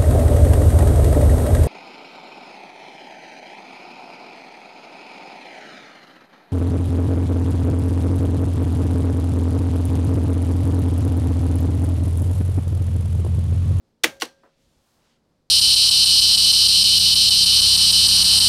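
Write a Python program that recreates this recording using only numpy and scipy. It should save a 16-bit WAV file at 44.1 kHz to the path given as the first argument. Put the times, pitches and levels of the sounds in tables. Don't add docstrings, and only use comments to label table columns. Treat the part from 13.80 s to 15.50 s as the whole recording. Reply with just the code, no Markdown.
import sys
import numpy as np
from scipy import signal
from scipy.fft import rfft, irfft, next_fast_len
from scipy.io import wavfile
from scipy.ndimage import map_coordinates

SR = 44100
rng = np.random.default_rng(int(sys.argv[2]) if len(sys.argv) > 2 else 0)


def inscribe(sig):
    pcm = np.round(np.clip(np.atleast_2d(sig).T, -1, 1) * 32767)
    wavfile.write(sys.argv[1], SR, pcm.astype(np.int16))


def volts_from_db(level):
    exponent = np.asarray(level, float) / 20
    return 10 ** exponent


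N = 74970


def unit(x):
    return x / np.sqrt(np.mean(x ** 2) + 1e-20)


def along(points, hz):
    point_hz, value = np.transpose(points)
    return np.interp(np.log(hz + 1), np.log(point_hz + 1), value)


def noise(gain_db):
    length = next_fast_len(N)
    spectrum = rfft(rng.standard_normal(length))
    gain = volts_from_db(gain_db(np.fft.rfftfreq(length, 1 / SR)))
    return unit(irfft(spectrum * gain, length)[:N])


def wobble(rate):
    points = rng.standard_normal(int(N * rate / SR) + 4)
    return map_coordinates(points, [np.arange(N) * rate / SR])


def burst(peak_s, rise_s, t60_s):
    t = np.arange(N) / SR - peak_s
    rise = np.exp(np.minimum(t, 0) / rise_s)
    decay = volts_from_db(-60 * np.maximum(t, 0) / t60_s)
    return np.where(t < 0, rise, decay)


def ring(modes, attack_s, turn):
    t = np.arange(SR // 2) / SR
    tones = [volts_from_db(db - 60 * t / t60) * np.sin(2 * np.pi * hz * t) for hz, db, t60 in modes]
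    return (sum(tones[::2]) + turn * sum(tones[1::2])) * (1 - np.exp(-t / attack_s))


def blows(rows):
    t = np.arange(N) / SR
    width_s = 0.00026 / 8
    pushes = sum(volts_from_db(db) * np.exp(-.5 * ((t - s) / width_s) ** 2) for s, db in rows)
    return pushes / (width_s * SR * np.sqrt(2 * np.pi))


def low_cut(x, hz):
    return signal.sosfilt(signal.butter(2, hz, "high", fs=SR, output="sos"), x)


def air():
    # pitch_hz [Hz], level_db [dB]
    air_colour = [(25, -9), (230, -8.5), (480, -13), (1000, -22), (2600, -32), (4800, -29), (6500, -35),
                  (16000, -47)]
    # pitch_hz [Hz], level_db [dB]
    fan_tones = [(153, -80), (229, -79), (540, -83.5)]
    t = np.arange(N) / SR
    hum = np.zeros(N)
    for hz, db in fan_tones:
        loudness = volts_from_db(db + 4 + 2.5 * wobble(22))
        hum += loudness * np.sin(2 * np.pi * hz * t + 1.8 * wobble(7.2))
    rush = volts_from_db(-69 + 1.4 * wobble(15)) * noise(lambda hz: along(air_colour, hz))
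    return rush + hum


def floor_thumps():
    # peak_s [s], level_db [dB], t60_s [s], centre_hz [Hz]
    thumps = [
        (.27, -53, 0.53, 91),
        (.82, -65.5, 0.77, 55),
        (.98, -67, .4, 50.35),
        (1.13, -73, .3, 55),
    ]
    out = np.zeros(N)
    for s, db, t60, hz in thumps:
        lump = noise(lambda f: -10 * np.log2((f + 1) / hz) ** 2)
        out += volts_from_db(db) * burst(s, .015, t60) * lump
    return out


def room(x):
    # pitch_hz [Hz], t60_s [s]
    near_walls = [(200, .16), (600, .14), (2000, .11), (6000, .12), (10000, .12), (14000, 0.054)]
    # pitch_hz [Hz], t60_s [s]
    far_corners = [(200, .4), (2000, 0.24), (6000, .33), (14000, .28)]
    hz, t, bands = signal.stft(np.array([x, rng.standard_normal(N)]), SR, nperseg=128)
    source, hiss = bands
    early = volts_from_db(-60 * t / along(near_walls, hz)[:, None])
    late = volts_from_db(-14.5 - 60 * t / along(far_corners, hz)[:, None])
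    fall = (early + late) ** 2
    fall = fall / fall.sum(axis=1, keepdims=True)
    fall = np.pad(fall, ((0, 0), (2, 0)))
    energy = abs(signal.fftconvolve(abs(source) ** 2, fall, axes=1))[:, :len(t)]
    answer = hiss * np.sqrt(energy / np.mean(abs(hiss) ** 2))
    return signal.istft(answer, SR, nperseg=128)[1][:N]


def sleeve():
    # start_s [s], peak_s [s], end_s [s], level_db [dB], centre_hz [Hz]
    strokes = [
        (.4, .62, 1.27, -73.5, 2800),
        (0.711, 0.862, 1.43, -72.5, 4480),
        (0.962, 1.07, 1.36, -77.5, 12000),
        (0.703, 1.241, 1.48, -71, 736),
        (0.936, 1.132, 1.416, -71.5, 4200),
        (1.171, 1.28, 1.45, -68.5, 2850),
    ]
    t, out = np.arange(N) / SR, np.zeros(N)
    for start, peak, end, db, hz in strokes:
        cloth = noise(lambda f: -6 * (np.log2((f + 1) / hz) / 1.1) ** 2)
        grain = volts_from_db(0.6 * (wobble(200) + 0.27 * wobble(35)))
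        swell = np.sin(np.pi / 2 * np.interp(t, [start, peak, end], [0, 1, 0])) ** 2
        out += volts_from_db(db) * swell * unit(grain * cloth)
    return out


def finger():
    # peak_s [s], level_db [dB], t60_s [s]
    pats = [
        (.636, -50.5, 0.052),
        (0.645, -58.5, .06),
        (0.655, -58.5, 0.21),
    ]
    # pitch_hz [Hz], level_db [dB]
    pat_colour = [(150, -18), (250, -9), (600, -1), (1000, -5.5), (1500, -8), (2200, -19), (3500, -37),
                  (8000, -41)]
    loudness = sum(volts_from_db(db) * burst(s, 0.0014, t60) for s, db, t60 in pats)
    return loudness * noise(lambda hz: along(pat_colour, hz))


def panel():
    # time_s [s], level_db [dB]
    shakes = [
        (.2425, 2),
        (.4212, -4.5),
        (.634, -35),
    ]
    # pitch_hz [Hz], level_db [dB], t60_s [s]
    panel_tones = [(165, -38.5, .25), (245, -26, .15), (285, -27.5, .08), (319.5, -17, 0.087),
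                   (372.9, -28.5, .08), (463, -19, .07), (497, -28.5, .12), (530, -37.5, .25),
                   (546, -43.5, .9), (640, -33, .12), (1590, -47.5, 0.48), (2100, -48.5, .2)]
    return signal.fftconvolve(blows(shakes), ring(panel_tones, .0025, -1))[:N]


def cap_rattle():
    # peak_s [s], level_db [dB], rise_s [s], t60_s [s]
    rattles = [
        (0.2366, -15, 0.00042, 0.033),
        (0.2385, -17, 0.00056, .015),
        (0.368, -55, 0.00087, 0.013),
        (.4006, -40, 0.0003, 0.087),
        (0.4117, -28.5, .0006, .02),
        (0.4205, -24, 0.0011, .03),
        (0.4327, -30, 0.00083, 0.016),
        (0.4557, -37.5, .005, 0.012),
    ]
    # pitch_hz [Hz], level_db [dB]
    rattle_colour = [(500, -34.5), (1300, -14.5), (2200, -4.5), (4400, 1), (6000, -3.5), (10000, -9.5),
                     (15500, -19), (16500, -41)]
    loudness = sum(volts_from_db(db) * burst(s, rise, t60) for s, db, rise, t60 in rattles)
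    return loudness * noise(lambda hz: along(rattle_colour, hz))


def cap_stops():
    # time_s [s], level_db [dB]
    press = [
        (.2422, 0),
        (.2427, -3.5),
        (.2447, -11.5),
        (0.2455, -13),
        (0.2474, -11.5),
    ]
    # time_s [s], level_db [dB]
    release = [
        (.4195, -23),
        (.4207, -13),
        (0.4221, -15),
        (0.4243, -20),
        (0.4263, -28),
    ]
    # pitch_hz [Hz], level_db [dB], t60_s [s]
    down_tones = [(850, -11.5, 0.035), (1200, -14, .02), (1603, -10, 0.0094), (2020, -1.5, 0.019),
                  (2400, -7, 0.0082), (2900, 2, .012), (3480, -5.5, .014), (4200, -9, .012),
                  (5100, -9.5, 0.02), (6150, -10.5, .014), (7500, -18, .01), (9700, -19.5, .01)]
    # pitch_hz [Hz], level_db [dB], t60_s [s]
    up_tones = [(762, -9.5, 0.026), (1090, -3.5, 0.03), (1490, -9.5, 0.025), (1550, -11, 0.015),
                (1960, 2.5, 0.0087), (2790, -9.5, 0.029), (3340, -1, 0.0098), (4540, 0, .01),
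                (5700, 1, 0.01), (6150, -5, 0.014), (8100, -16.5, 0.00993)]
    # pitch_hz [Hz], level_db [dB]
    crack_colour = [(300, -28.5), (1000, -4.5), (2500, 5), (5000, -5), (10000, -11), (15500, -16.5),
                    (16500, -41.5)]
    crack_loudness = sum(volts_from_db(db - 11.5) * burst(s, 1e-4, 0.016) for s, db in press + release)
    crack = crack_loudness * noise(lambda hz: along(crack_colour, hz))
    down = signal.fftconvolve(blows(press), volts_from_db(-5.5) * ring(down_tones, 5e-5, 0.96))
    up = signal.fftconvolve(blows(release), volts_from_db(-3.5) * ring(up_tones, 1e-4, -1.24))
    return crack + down[:N] + up[:N]


def scene():
    near = low_cut(cap_rattle() + cap_stops() + panel() + finger(), 310)
    answer = low_cut(low_cut(room(near), 180), 180)
    return (near + volts_from_db(-9) * answer + sleeve() + floor_thumps() + air())[None]


def top_cut(x):
    return signal.sosfilt(signal.butter(12, 16810, fs=SR, output="sos"), x)


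def record(dry):
    x = signal.sosfilt(signal.butter(10, 16200, fs=SR, output="sos"), dry)
    return top_cut(np.clip(x, -1, 1))


dry = scene()
out = record(dry)
inscribe(out)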